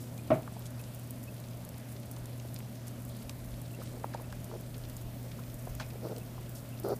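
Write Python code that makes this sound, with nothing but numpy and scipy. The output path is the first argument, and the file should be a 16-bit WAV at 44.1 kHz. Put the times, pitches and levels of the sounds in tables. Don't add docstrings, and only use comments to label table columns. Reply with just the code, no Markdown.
import sys
import numpy as np
from scipy import signal
from scipy.fft import rfft, irfft
from scipy.io import wavfile
from scipy.ndimage import uniform_filter1d

SR = 44100
rng = np.random.default_rng(int(sys.argv[2]) if len(sys.argv) > 2 else 0)


def transcribe(u):
    v = np.clip(np.atleast_2d(u).T, -1, 1)
    q = np.round(v * 32767).astype(np.int16)
    wavfile.write(sys.argv[1], SR, q)


N = 308259
T = np.arange(N) / SR

# (frequency [Hz], mean level [dB rms])
HUM = [(120, -44.5), (240, -59.5)]
# (frequency [Hz], mean level [dB rms])
WHINE = [(12168, -83), (12228, -77), (12288, -83)]
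# (frequency [Hz], relative density [dB per Hz])
AIR_COLOUR = [(35, -28), (60, -15), (98, -10), (123, -3), (145, -5.5), (170, -5), (241, -7.5), (311, -12.5),
              (410, -16.5), (580, -21), (966, -24), (1220, -26.5), (6450, -35.5), (12100, -33),
              (15200, -37.5)]
# (centre [Hz], width [Hz], level [dB rms])
AIR_RESONANCES = [(81.6, 18, -59), (146.2, 8.1, -62), (239, 50, -57), (600, 156, -58)]
# (time [s], level before jolts [dB rms])
SHAKE = [(0.0, -67), (0.6, -53), (0.8, -61), (2.14, -61), (2.22, -49), (2.32, -61), (3.19, -57),
         (3.27, -48), (3.36, -56), (3.43, -44.5), (3.54, -43), (3.62, -58), (4.7, -53), (5.14, -46.5),
         (5.28, -55), (5.64, -52), (5.71, -45), (6.15, -62), (6.44, -50), (6.6, -61), (6.99, -58)]
# (time [s], length [s], level [dB rms], centre [Hz], width [Hz])
SCUFFLES = [(0, 0.098, -58.5, 9400, 11000), (0.302, 0.021, -60, 4000, 2500),
            (0.339, 0.053, -60, 9000, 9000), (0.534, .03, -63, 7000, 8050), (0.655, 0.031, -53, 5900, 9000),
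            (1.885, .05, -61, 10000, 8000), (2.868, 0.036, -57, 9000, 9000),
            (3.09, 0.17, -65.5, 3900, 1800), (3.794, 0.17, -65.5, 4000, 4000),
            (5.797, 0.048, -49.5, 2380, 4140), (6.027, .1, -66, 4800, 1600),
            (6.549, 0.088, -56.5, 7850, 9000), (6.836, 0.21, -63, 12200, 5000)]
# (centre [Hz], mean rate [steps/s], level [dB rms])
PATTER = [(3360.0, 31, -68.5), (6160.0, 81, -71), (11900.0, 60, -64)]
# (time [s], level [dB], mid pitch [Hz])
PIPS = [(0.174, -54, 2430), (.783, -56, 2570), (1.267, -51, 2580), (3.73, -54.5, 2700), (4.228, -60, 2620),
        (6.202, -58, 2640), (6.713, -55.5, 2690)]
# (time [s], peak level [dB], centre [Hz])
TICKS = [(0.178, -42, 4530), (0.431, -44, 4000), (0.5936, -35, 13700), (0.622, -44, 4590),
         (0.658, -42, 4730), (0.706, -39, 12200), (0.813, -38, 11500), (0.839, -43, 4620),
         (0.9468, -35, 11600), (0.9957, -38, 12900), (1.073, -41, 11100), (1.107, -29, 14000),
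         (1.238, -35.5, 12300), (1.4003, -37, 12000), (1.485, -43, 5020), (1.6497, -33.5, 12200),
         (1.69, -35, 10000), (2.113, -32, 14000), (2.1642, -39, 5800), (2.2568, -36.5, 7340),
         (2.399, -38.5, 3770), (2.4868, -44, 4670), (2.543, -32.5, 11000), (2.562, -36, 3780),
         (2.589, -30, 13300), (2.881, -32.5, 8800), (3.02, -40, 11600), (3.0505, -35, 14100),
         (3.2947, -30.5, 3900), (3.2955, -33, 9500), (3.4466, -40, 14600), (3.616, -34.5, 11900),
         (3.7484, -42, 8980), (3.8352, -37, 13200), (4.143, -41, 5590), (4.2199, -35, 12200),
         (4.3248, -42, 4600), (4.325, -38, 11100), (4.4435, -33, 11400), (4.61, -35, 13300),
         (4.78, -37, 11800), (4.897, -35, 13700), (4.9668, -33.5, 10300), (5.2281, -41, 12800),
         (5.5426, -35, 12200), (5.6925, -41, 12100), (5.751, -34, 12200), (5.7983, -32, 3240),
         (5.863, -43, 5500), (6.01, -47, 3200), (6.1629, -38.5, 4500), (6.1824, -36, 11000),
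         (6.4937, -36, 13400), (6.5511, -40, 11500), (6.69, -38, 14000), (6.799, -32, 12100),
         (6.8349, -41, 6480), (6.8863, -31.5, 11900)]
# (time [s], strength [dB], contact [s], place [0 rim to 1 middle])
KNOCKS = [(.304, -18.5, 0.00051, .05), (.308, -33, 0.00068, .05), (.316, -18.5, 0.00033, 1),
          (0.329, -29, 0.0004, 0.5)]
# (frequency [Hz], level struck at rim [dB], level struck in middle [dB], t60 [s])
HOLLOW_MODES = [(139.2, -15, -7.5, 0.25), (309, -2, -9, 0.12), (497, -14, -33, 0.05), (626, -15, 0, 0.12),
                (641, -14, -2.5, 0.21), (880, -19, -25, 0.081), (1107, -8.5, -16, 0.078),
                (1292, -9, -25, 0.086), (1875, -27, -22, 0.1), (2308, -14, -25, 0.11),
                (2970, -28, -24.5, .07)]
# (centre [Hz], width [Hz], relative level [dB], t60 [s])
ECHO = [(194, 230, -12.5, 0.28), (627, 250, -15.5, 0.26), (1150, 450, -22.5, 0.23), (2270, 800, -27, 0.17),
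        (3900, 2200, -42, 0.071)]
# (time [s], peak level before last band-pass [dB], centre [Hz], t60 [s])
TAPS = [(0.475, -30.5, 1090, 0.024), (0.52, -41, 600, .03), (0.563, -35, 595, 0.041),
        (2.167, -41.5, 900, 0.026), (2.446, -37, 460, 0.048), (2.603, -39, 1800, 0.012),
        (3.294, -43, 890, 0.033), (3.812, -40, 1280, 0.05), (4.037, -37.5, 1300, 0.017),
        (4.042, -21, 770, 0.015), (4.136, -35, 1480, 0.025), (4.143, -26, 700, 0.042),
        (4.192, -40.5, 860, 0.064), (4.325, -32.5, 1080, 0.021), (4.513, -34, 590, 0.015),
        (5.382, -43, 1160, 0.076), (5.669, -30.5, 590, 0.034), (5.797, -30.5, 1310, 0.036),
        (5.802, -31.5, 694, 0.082), (5.818, -43.5, 2300, 0.12), (6.377, -38, 690, 0.039)]
# (start [s], rise [s], hold [s], level [dB])
RUBS = [(3.77, 0.027, 0.019, -48.5), (3.89, .03, 0.099, -54), (4.162, .02, 0.033, -51),
        (4.484, .04, 0.037, -45), (5.183, 0.032, .055, -55), (5.906, 0.025, .025, -47.5),
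        (6.015, 0.038, 0.021, -39.5), (6.094, .005, 0.027, -39.5), (6.145, 0.023, 0.019, -48),
        (6.839, .003, 0.041, -32.5), (6.891, 0.0033, 0.044, -31.5)]
# (centre [Hz], width [Hz], relative level [dB])
CASING = [(429, 255, 2.5), (593, 270, -10), (270, 105, -16), (1170, 370, -13.5)]

AIR_DB = -48
WHISTLE_HZ, WHISTLE_SAG_HZ_PER_S = 14050., 70.
WHISTLE_FAINT_DB, WHISTLE_SWOLLEN_DB = -80, -70
WHISTLE_SWELLS_S, WHISTLE_RISE_S = 4.4, .45
SHAKE_JOLT_DB = 2.5
GRIT_DB = 4.5
STEP_DECAY_S = 0.0047
PIP_S, PIP_RISE_PER_S = .035, 2.4
TICK_T60_S = 0.011
TICK_WIDTH_HZ, TICK_WIDTH_SHARE = 3200, 0.51
TAP_RISE_SHARE = 0.095
TAP_SHARP_CYCLES = 18
TAP_SNAP = 2
SLIP_HZ = 131.2
RUB_RELEASE_S = .014
TOP_HZ = 15230


def undb(db):
    return 10 ** (np.asarray(db) / 20)


def level(x, rms_db):
    return x * undb(rms_db) / np.sqrt(np.mean(x ** 2))


def noise(count=N):
    return rng.standard_normal(count)


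def band(x, hz, width_hz):
    low_hz = np.sqrt(hz ** 2 + width_hz ** 2 / 4) - width_hz / 2
    high_hz = min(low_hz + width_hz, .45 * SR)
    sos = signal.butter(2, [low_hz, high_hz], "bandpass", fs=SR, output="sos")
    return signal.sosfilt(sos, x)


def walk(rate_hz):
    hold = int(SR / rate_hz)
    steps = np.repeat(noise(N // hold + 1), hold)
    slewed = uniform_filter1d(uniform_filter1d(steps, hold), hold)
    return 0.69 * slewed[:N]


def add(out, time_s, x):
    start = int(time_s * SR)
    out[start:start + len(x)] += x[:N - start]


def burst(peak_db, hz, width_hz, t60_s, rise_s=0.0002, linger_db=-20, snap=0.):
    t = T[:4096]
    fall = 1000. ** (-t / max(t60_s, .001)) + undb(linger_db) * 1000. ** (-t / 0.066)
    spike = np.arange(len(t)) == int(rise_s * SR)
    shove = noise(len(t)) - snap * np.sqrt(SR / hz) * spike
    rise = np.minimum(t / max(rise_s, 1e-4), 1)
    x = band(shove * rise * fall, hz, width_hz)
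    return x * undb(peak_db) / np.abs(x).max()


def hum_and_whine():
    out = np.zeros(N)
    for hz, db in [*HUM, *WHINE]:
        sine = np.sin(2 * np.pi * (hz * T + rng.random()))
        out += np.sqrt(2) * undb(db + 1.0 * walk(8)) * sine
    return out


def air():
    hz, db = np.transpose(AIR_COLOUR)
    f = np.maximum(np.arange(N // 2 + 1) * SR / N, 1)
    colour = undb(np.interp(np.log(f), np.log(hz), db, -80, db[-2]))
    out, swell = np.zeros(N), walk(2.0)
    for centre in np.arange(6, 14.6, .5):
        window = np.cos(np.pi * np.clip(np.log2(f) - centre, -.5, .5))
        slice_noise = irfft(rfft(noise()) * colour * window, N)
        out += undb(0.12 * swell + 2.14 * walk(12)) * slice_noise
    out = level(out, AIR_DB)
    for centre_hz, width_hz, rms_db in AIR_RESONANCES:
        out += level(band(noise(), centre_hz, width_hz), rms_db)
    return out


def whistle():
    out = np.zeros(N)
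    swell_s = [WHISTLE_SWELLS_S, WHISTLE_SWELLS_S + WHISTLE_RISE_S]
    db = np.interp(T, swell_s, [WHISTLE_FAINT_DB, WHISTLE_SWOLLEN_DB])
    sag_hz = WHISTLE_SAG_HZ_PER_S * np.maximum(T - WHISTLE_SWELLS_S, 0)
    for shift_hz in (-280, -59, 130, 321):
        pitch_hz = WHISTLE_HZ - sag_hz + shift_hz + 110 * walk(8) + 70 * walk(400)
        out += undb(db + 5.1 * walk(12)) * np.sin(2 * np.pi * np.cumsum(pitch_hz) / SR)
    return out


def hand_shake():
    rumble = level(band(noise(), 48.0, 48.0), 0)
    shake_db = np.interp(T, *np.transpose(SHAKE))
    return rumble * undb(shake_db + SHAKE_JOLT_DB * walk(9))


def scuffles():
    out = np.zeros(N)
    for time_s, length_s, db, hz, width_hz in SCUFFLES:
        ramp = np.arange(int(length_s * SR)) / (length_s * SR)
        grain_db = GRIT_DB * np.minimum(rng.exponential(size=SR // 4), 4)
        grit = band(undb(grain_db) * noise(SR // 4), hz, width_hz)[:len(ramp)]
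        envelope = np.minimum(ramp / 0.059, 1) * (1 - ramp)
        add(out, time_s, level(grit * envelope, db))
    return out


def patter():
    out = np.zeros(N)
    for hz, steps_per_s, db in PATTER:
        step_db = 3.5 * np.minimum(rng.exponential(size=N), 3)
        steps = (rng.random(N) < steps_per_s / SR) * undb(step_db)
        decay = signal.lfilter([1], [1, -np.exp(-1 / (STEP_DECAY_S * SR))], steps)
        out += level(band(decay * noise(), hz, hz * 0.98), db)
    return out


def pips():
    out = np.zeros(N)
    t = T[:int(PIP_S * SR)]
    for time_s, db, hz in PIPS:
        flutter = 1 + level(band(noise(len(t)), 120., 200.), -8.5)
        pitch_hz = hz * (1 + PIP_RISE_PER_S * (t - t.mean()))
        chirp = np.sin(2 * np.pi * np.cumsum(pitch_hz) / SR)
        add(out, time_s, undb(db) * np.hanning(len(t)) * flutter * chirp)
    return out


def ticks():
    out = np.zeros(N)
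    for time_s, db, hz in TICKS:
        width_hz = TICK_WIDTH_HZ + TICK_WIDTH_SHARE * hz
        add(out, time_s, burst(db, hz, width_hz, TICK_T60_S))
    return out


def knock():
    out, t = np.zeros(N), T[:SR // 2]
    for time_s, strength_db, contact_s, place in KNOCKS:
        push = np.hanning(int(contact_s * SR) + 3)
        ring, tail = np.zeros(len(t)), np.zeros(len(t))
        for hz, rim_db, middle_db, t60_s in HOLLOW_MODES:
            mode_db = rim_db + place * (middle_db - rim_db)
            ring += undb(mode_db) * np.sin(2 * np.pi * hz * t) * 1000. ** (-t / t60_s)
        for hz, width_hz, db, t60_s in ECHO:
            tail += level(band(noise(len(t)), hz, width_hz), db) * 1000. ** (-t / t60_s)
        struck = np.convolve(ring, push / push.sum())[:len(t)]
        add(out, time_s, undb(strength_db) * (struck + tail * np.minimum(t / 0.0015, 1)))
    return band(out, 840.0, 6500.0)


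def taps():
    out = np.zeros(N)
    for time_s, db, hz, t60_s in TAPS:
        width_hz = hz * np.sqrt(TAP_SHARP_CYCLES / (hz * t60_s))
        tap = burst(db, hz, width_hz, t60_s, TAP_RISE_SHARE * t60_s, snap=TAP_SNAP)
        add(out, time_s, band(tap, hz, 1.17 * width_hz))
    return out


def rubs():
    count = int(2 * SLIP_HZ * N / SR)
    gaps_s = np.exp(.35 * noise(count)) / SLIP_HZ
    slip_at = (np.cumsum(gaps_s) * SR).astype(int)
    slip_size = undb(2.8 * noise(count))
    slips = 0.043 * noise()
    slips[slip_at[slip_at < N]] += slip_size[slip_at < N]
    soft = np.convolve(slips, np.hanning(int(0.00082 * SR)), "same")
    rub = level(sum(level(band(soft, hz, width_hz), db) for hz, width_hz, db in CASING), 0)
    rub += level(band(noise() * undb(2.4 * walk(100)), 4900.0, 1600.), -27)
    strokes = np.zeros(N)
    for start_s, rise_s, hold_s, db in RUBS:
        corners_s = start_s + np.cumsum([0, rise_s, hold_s, RUB_RELEASE_S])
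        strokes += undb(db) * np.interp(T, corners_s, [0, 1, 1, 0])
    return rub * strokes


def scene():
    room = hum_and_whine() + air() + whistle()
    crickets = scuffles() + patter() + pips() + ticks()
    fingers = hand_shake() + taps() + rubs()
    return (room + crickets + knock() + fingers)[None]


def record(dry):
    return signal.sosfilt(signal.ellip(10, .2, 60, TOP_HZ, fs=SR, output="sos"), dry)


dry = scene()
out = record(dry)
transcribe(out)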